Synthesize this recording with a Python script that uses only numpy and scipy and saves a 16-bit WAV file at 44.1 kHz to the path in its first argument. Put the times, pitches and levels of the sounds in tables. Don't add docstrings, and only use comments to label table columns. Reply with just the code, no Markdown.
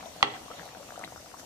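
import sys
import numpy as np
from scipy import signal
from scipy.fft import rfft, irfft, next_fast_len
from scipy.io import wavfile
from scipy.ndimage import uniform_filter1d, map_coordinates

SR = 44100
rng = np.random.default_rng(int(sys.argv[2]) if len(sys.argv) > 2 else 0)


def elevation(decibels):
    levels = np.asarray(decibels, float)
    return 10 ** (levels / 20)


def dump_mix(stems):
    frames = np.atleast_2d(stems).T
    limited = np.clip(frames, -1, 1)
    pcm = np.round(limited * 32767).astype(np.int16)
    wavfile.write(sys.argv[1], SR, pcm)


N = 63945

# start in seconds, peak level in dB, pitch in Hz, life in cycles.
DEEP_PLOPS = [(0.007, -37, 790, 3.4), (0.0343, -36.5, 760, 12), (0.0448, -41, 742, 17),
              (0.0588, -34.5, 659, 24), (0.0676, -39, 944, 12.5), (0.0837, -36, 620, 6.3),
              (0.1622, -27, 645, 2.5), (0.1922, -47, 620, 17), (0.2082, -37, 720, 2.4),
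              (0.36, -42, 710, 12), (0.4195, -25.5, 700, 1.4), (0.4332, -39.5, 614.3, 7.9),
              (0.5063, -36, 582, 11), (0.6287, -40.5, 797, 21), (0.6566, -37.5, 663, 14),
              (0.6651, -37.5, 780, 11), (0.7562, -35, 720, 8), (0.7709, -30.5, 694, 3.7),
              (0.8044, -40.5, 541.5, 21), (0.8918, -36, 700, 8.1), (0.9227, -29, 680, 3.5),
              (0.9771, -25, 683, 4.6), (0.9949, -33.5, 574, 6), (1.021, -40, 697, 6),
              (1.0387, -30.3, 734, 2.5), (1.0452, -27.5, 720, 3.1), (1.1224, -28, 670, 3.7),
              (1.1663, -35.5, 710, 4), (1.3427, -30.5, 1005, 8), (1.4316, -33, 680, 3.8)]
# start in seconds, peak level in dB, pitch in Hz, life in cycles.
BRIGHT_PLIPS = [(0.0085, -29.5, 2250, 3.9), (0.028, -30, 1120, 2.4), (0.0578, -31.5, 3380, 6.2),
                (0.2085, -29.5, 1360, 4.5), (0.363, -33, 2510.0, 2.9), (0.366, -25, 1500.0, 2.8),
                (0.4817, -36.5, 1080, 12), (0.504, -33, 1230, 5.3), (0.5134, -31, 1260, 11),
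                (0.587, -36, 2240.0, 2.5), (0.5953, -27.5, 1640, 6), (0.6015, -31, 1210, 4.2),
                (0.619, -33, 1650, 4.7), (0.6785, -29, 1180, 2.6), (0.6895, -35, 1830, 6.6),
                (0.749, -33.5, 1440, 6), (0.906, -28, 1510, 4.6), (0.922, -29, 1300, 1.9),
                (0.939, -37, 1120, 9.7), (0.9585, -33, 1276, 8.3), (0.9665, -38, 1300, 6),
                (.57, -41, 1680, 6), (.609, -35, 1750, 5.6), (.631, -43, 1600, 5), (.534, -40, 2100, 5),
                (0.9643, -32, 3340.0, 4), (0.9949, -36, 1290, 8.4), (1.0122, -32.5, 1110, 6.7),
                (1.023, -33, 1230, 7.3), (1.0345, -21.5, 910, 1.8), (1.0388, -23.5, 1980, 9.5),
                (1.0471, -28, 3800, 14.5), (1.0415, -31.5, 2570, 8), (1.128, -37.5, 960, 5.6),
                (1.348, -39, 1050, 6), (1.077, -27, 1290, 3.2), (1.1607, -32.5, 1320, 6),
                (1.1773, -35.5, 1290, 8.4)]
# start in seconds, peak level in dB, pitch in Hz, life in cycles.
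SKIN_SNAPS = [(0.46, -26, 670, 1.7), (.5036, -21, 800, 1.2), (0.5123, -21, 680, 2.1),
              (0.75, -26.5, 960, 1.4), (.8275, -31, 560, 2), (0.9071, -29, 650, 1.5), (1.1601, -28, 630, 2),
              (1.262, -34.5, 660, 2.6), (1.3035, -35, 900, 1.1), (1.0038, -20, 620, 1.1),
              (.9955, -30, 620, 1.6), (.9785, -34, 600, 1.5)]
# start in seconds, peak level in dB, pitch in Hz, life in cycles.
QUIET_BLUBS = [(.464, -42, 780, 8.7), (.538, -34, 650, 4.1), (.551, -43, 750, 4.6),
               (.5875, -36.5, 580, 4.5), (.594, -39, 830, 5.1), (.61, -39.5, 506, 7.2),
               (.678, -38, 700, 5.9), (.734, -38, 740, 5.9), (.799, -38, 800, 6), (.817, -40, 616, 7),
               (.878, -52, 640, 5), (.888, -38, 1160, 7.4), (.931, -40, 650, 6), (1.013, -36, 700, 5),
               (1.06, -43, 643, 4.9), (1.083, -46, 594, 5.4), (1.105, -44, 694, 5.2),
               (1.205, -37, 593, 5.2), (1.227, -42.5, 640, 5.6), (1.244, -40, 670, 9),
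               (1.267, -37.5, 673, 3.4), (1.318, -42, 510, 4.3), (1.37, -41, 1400, 6.5),
               (1.394, -42, 550, 6.7), (1.44, -42, 810, 8)]
# start in seconds, peak level in dB, pitch in Hz.
SMALL_POPS = [(0.83, -35.5, 1270), (1.2, -40, 640), (1.26, -36.5, 1250), (1.316, -37, 1390),
              (1.3398, -31.5, 840), (1.397, -35.5, 1480), (1.414, -38.5, 1250)]
# time in seconds, strength in dB.
BOIL_STRENGTH = [(0, -47), (.09, -54.5), (.13, -53), (.2, -48.5), (.44, -51.5), (.52, -51.5), (.6, -48.5),
                 (0.702, -52), (.86, -55), (.9, -53.5), (1.03, -52), (1.1, -55), (1.25, -57), (1.3, -56),
                 (1.45, -57)]
# frequency in Hz, density in dB per Hz.
SIMMER_COLOUR = [(88, -37), (150, -1.5), (229, -3), (358, -33), (639, -1), (1320, -13.5), (2300, -10),
                 (3500, -10.5), (4550, -13), (7700, -120)]
# start in seconds, peak level in dB.
DROPLET_SPITS = [(0.655, -18), (0.993, -15.5), (1.0458, -19)]

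# pitch in Hz, level in dB, t60 in seconds, left over right in dB.
UTENSIL_MODES = [(803, -3, 0.025, -6), (1105, 5.5, 0.012, 8), (1340, -10, 0.025, -9.5),
                 (1965, -2, 0.019, -3.5), (2295, 8, 0.004, 9.5), (2790, -18, 0.0062, -46),
                 (3320, -3.5, 0.0092, -13.5), (4210, -6.5, 0.0054, -16.5), (4720, -22, 0.019, -5),
                 (5550, -18, 0.015, 15)]
# pitch in Hz, level in dB, t60 in seconds, left over right in dB.
COUNTER_MODES = [(124, -36, 0.31, 1), (255, -39.5, 0.31, -6), (318, -35, 0.47, 1.5), (410.5, -30, 0.32, -3),
                 (529, -21.5, .07, 4), (777, -38, 0.57, -6), (850, -40, 0.32, 6)]
# start in seconds, peak level in dB, pitch in Hz, life in cycles.
BLOW_BODY = [
    (.2215, -36, 1000, 5.4),
    (0.2277, -25.5, 172, 2.3),
    (.231, -25, 516, 5.6),
]
# start in seconds, level in dB, pitch in Hz, life in cycles.
WALL_BURSTS = [(.2305, -12, 1640, 5), (.2335, -17, 900, 8), (.229, -20, 480, 5), (.2285, -19, 6000, 4)]
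# start in seconds, level in dB under the first knock.
FAR_KNOCKS = [(.296, -24), (.332, -25.5), (.51, -33), (0.528, -43), (0.564, -34.5), (0.584, -41)]

# frequency in Hz, density in dB per Hz.
HISS_COLOUR = [(1180, -2.5), (2000, -4.5), (2560, -11.5), (2760, -8.5), (3950, -7), (5780, 0), (9040, -9),
               (11500, -12), (14500, -10)]
# frequency in Hz, left over right in dB.
HISS_LEAN = [(2000, 2.5), (5000, 1.5), (9000, 8.5), (12000, 5.5)]
# frequency in Hz, density in dB per Hz.
RUMBLE_COLOUR = [(13, -53.5), (22, -21), (38, -4), (59, 3.5), (92, 2.5), (113, -16.5), (300, 2.5),
                 (390, -7.5), (660, -120)]
# centre in Hz, width in Hz, level in dB.
HUM_BANDS = [(72.6, 6.9, -71), (115, 9.1, -65)]
# frequency in Hz, t60 in seconds.
KITCHEN_DECAY = [(100, 0.69), (400, 0.6), (800, 0.44), (2000, 0.34), (4000, 0.21), (8000, 0.27)]
# frequency in Hz, correlation from -1 to 1.
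PORT_LIKENESS = [(60, 0.83), (180, 1), (550, 0.22), (1650, -0.048), (4970, -0.04), (15000, -0.046)]

KNOCK_S = 0.2274


def gravy():
    when, level = np.transpose(BOIL_STRENGTH)
    strength = elevation(np.interp(np.arange(N) / SR, when, level))
    pops = [(*row, 5) for row in SMALL_POPS]
    families = (DEEP_PLOPS, BRIGHT_PLIPS, SKIN_SNAPS, QUIET_BLUBS, pops)
    bursts = sum(bubbles(*np.transpose(rows)) for rows in families)
    bed_db, simmer_db = -3.5, -0.5
    simmer = rush(lambda hz: elevation(along(SIMMER_COLOUR, hz)), patchy_db=2.5)
    return at_pan(bursts + elevation(bed_db) * strength * bubble_bed()) + elevation(simmer_db) * strength * simmer


def bubble_bed():
    count = round(900 * N / SR)
    spot, size, pitch = rng.random((count, 3)).T
    hz = np.clip(507 / (1 - pitch) ** 0.383, 400, 3000)
    db = np.minimum(-4.5 * np.log(1 - size), 9)
    cycles = 2.76 * np.exp(0.3 * rng.standard_normal(count))
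    return unit(bubbles(spot * N / SR, db, hz, cycles))


def bubbles(s, db, hz, cycles):
    pitch_rise, burst_cycles = 0.074, 0.42
    t = np.arange(1200) / SR
    turns = np.asarray(hz)[:, None] * t
    life = np.asarray(cycles)[:, None]
    tone = np.sin(2 * np.pi * turns * (1 + pitch_rise * turns / life / 2))
    wave = tone * elevation(-60 * turns / (2 * life)) * (1 - np.exp(-turns / burst_cycles))
    at = np.round(np.asarray(s) * SR).astype(int)[:, None] + np.arange(len(t))
    return np.bincount(at.ravel(), (elevation(db)[:, None] * wave).ravel(), N + len(t))[:N]


def spits():
    x, t = np.zeros(N + SR), np.arange(600) / SR
    for s, db in DROPLET_SPITS:
        start = round(s * SR)
        x[start:start + len(t)] += elevation(db - 14 - 60 * t / 0.0043) * rng.standard_normal(len(t))

    def bright(hz):
        lift = (hz / 5000) ** 2
        return lift / (1 + lift) / (1 + (hz / 10500) ** 8)

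    return at_pan(filtered(x[:N], bright))


def at_pan(x):
    left_db, lead_s, room_db = 7, 0.0001, -9.5
    side = np.array([[1], [-1]])
    near = filtered(x, lambda hz: elevation(side * left_db / 2) * np.exp(1j * np.pi * hz * side * lead_s))
    return near + elevation(room_db) * room(x, 0.31, size=SR // 3)


def knock():
    knock_db, rattle_db, near_room_db, late_room_db = -6, 2, -12, -13
    t = np.arange(SR // 4) / SR
    utensil, counter = np.zeros((2, 2, N))
    flutter = [2 * rattle_db * wobble(59)[:len(t)] for _ in COUNTER_MODES]
    for port, side in enumerate((0.5, -0.5)):
        start = round((KNOCK_S + 0.00016 * (side > 0)) * SR)
        utensil[port, start:start + len(t)] = elevation(knock_db) * utensil_ring(t, side)
        counter[port, start:start + len(t)] = elevation(knock_db) * counter_ring(t, side, flutter)
    blow = utensil[1] + bubbles(*np.transpose(WALL_BURSTS))
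    near = elevation(near_room_db) * room(blow, 0.41, size=SR // 8)
    late = far_knocks(blow) + elevation(late_room_db) * room(blow, 1, size=SR // 2)
    direct = utensil + counter + bubbles(*np.transpose(BLOW_BODY))
    return direct + near + elevation(rattle_db * wobble(138.7)) * late


def utensil_ring(t, side):
    ring = np.zeros(len(t))
    sign = -1
    for hz, db, t60, pan in UTENSIL_MODES:
        swell = (1 - np.exp(-t * hz / 1.15)) ** 2
        ring += sign * elevation(db + side * pan - 60 * t / t60) * swell * np.sin(2 * np.pi * hz * t)
        sign = -sign
    low_pass = signal.butter(4, 7500, fs=SR, output="sos")
    crack = signal.sosfilt(low_pass, rng.standard_normal(len(t)))
    crack_db = -13.5 + 3.6 * side - 60 * t / 0.023
    return ring + elevation(crack_db) * (1 - np.exp(-t / 0.00015)) * crack


def counter_ring(t, side, flutter):
    ring = np.zeros(len(t))
    for (hz, db, t60, pan), shake in zip(COUNTER_MODES, flutter):
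        ring += elevation(db + side * pan - 60 * t / t60 + shake) * np.sin(2 * np.pi * hz * t)
    return ring * (1 - np.exp(-t / 0.002))


def far_knocks(blow):
    far = np.zeros((2, N))
    for s, db in FAR_KNOCKS:
        far += elevation(db) * room(np.roll(blow, round((s - KNOCK_S) * SR)), 0.66, size=SR // 3)
    return far


def burner():
    fry_s, fry_width_s, fry_db = 1.397, 0.012, 6
    fry = fry_db * np.exp(-((np.arange(N) / SR - fry_s) / fry_width_s) ** 2)
    level = elevation(-51.5 + 0.47 * wobble(13.9) + fry)
    hiss = level * rush(lambda hz: elevation(along(HISS_COLOUR, hz)), patchy_db=1.75)
    return filtered(hiss, lambda hz: elevation(np.array([[0.5], [-0.5]]) * along(HISS_LEAN, hz)))


def rumble():
    return elevation(-58.5) * rush(lambda hz: elevation(along(RUMBLE_COLOUR, hz)), patchy_db=2)


def hum():
    total = np.zeros((2, N))
    for centre, width, db in HUM_BANDS:
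        total += elevation(db) * rush(lambda hz: 1 / (1 + (2 * (hz - centre) / width) ** 2), patchy_db=3.5)
    return total


def room(x, share, size):
    first_wall_s = 0.004
    hz, t, z = signal.stft(rng.standard_normal((2, size)), SR, nperseg=128)
    t60 = share * along(KITCHEN_DECAY, hz)[:, None]
    tail = signal.istft(z * elevation(-60 * t / t60), SR, nperseg=128)[1]
    tail = paired(tail, np.ones_like)[:, :size]
    delayed = np.pad(x, (round(first_wall_s * SR), 0))[None]
    return signal.fftconvolve(delayed, tail / np.linalg.norm(tail[0]), axes=1)[:, :N]


def rush(gain, patchy_db):
    z = signal.stft(rng.standard_normal((2, N)), nperseg=512)[2]
    field = uniform_filter1d(rng.standard_normal(z.shape[1:]), size=6, axis=0)
    field = uniform_filter1d(field, size=8, axis=1)
    noise = signal.istft(z * elevation(patchy_db * unit(field)), nperseg=512)[1][:, :N]
    return paired(noise, gain)


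def paired(pair, gain):
    def turn(hz):
        return np.arccos(np.clip(along(PORT_LIKENESS, hz), -1, 1)) / 2

    mid, side = filtered(pair, lambda hz: gain(hz) * [np.cos(turn(hz)), np.sin(turn(hz))])
    return unit(np.array([mid + side, mid - side]))


def filtered(x, response):
    m = next_fast_len(N + SR // 2)
    return irfft(rfft(x, m) * response(np.fft.rfftfreq(m, 1 / SR)), m)[..., :N]


def wobble(rate):
    knots = rng.standard_normal(int(N * rate / SR) + 4)
    return map_coordinates(knots, [np.arange(N) * rate / SR])


def along(points, hz):
    f, v = np.transpose(points)
    return np.interp(np.log(hz + 1), np.log(f + 1), v)


def unit(x):
    return x / np.sqrt(np.mean(x ** 2) + 1e-20)


def scene():
    return gravy() + spits() + knock() + burner() + rumble() + hum()


def top_cut(x):
    return signal.sosfilt(signal.butter(12, 15790, fs=SR, output="sos"), x)


def record(dry):
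    top_hz, bass_hz = 14700, 33
    band = filtered(dry, lambda hz: (hz < top_hz) * hz ** 2 / (hz ** 2 + bass_hz ** 2))
    duck_hz, duck_db, duck_s, release_s = 8800, -7, 0.238, 0.09
    after = np.arange(N) / SR - duck_s
    duck = elevation(duck_db * (after > 0) * np.exp(-(after / release_s) ** 2))
    mix = band + (duck - 1) * filtered(band, lambda hz: hz > duck_hz)
    return top_cut(mix)


dry = scene()
out = record(dry)
dump_mix(out)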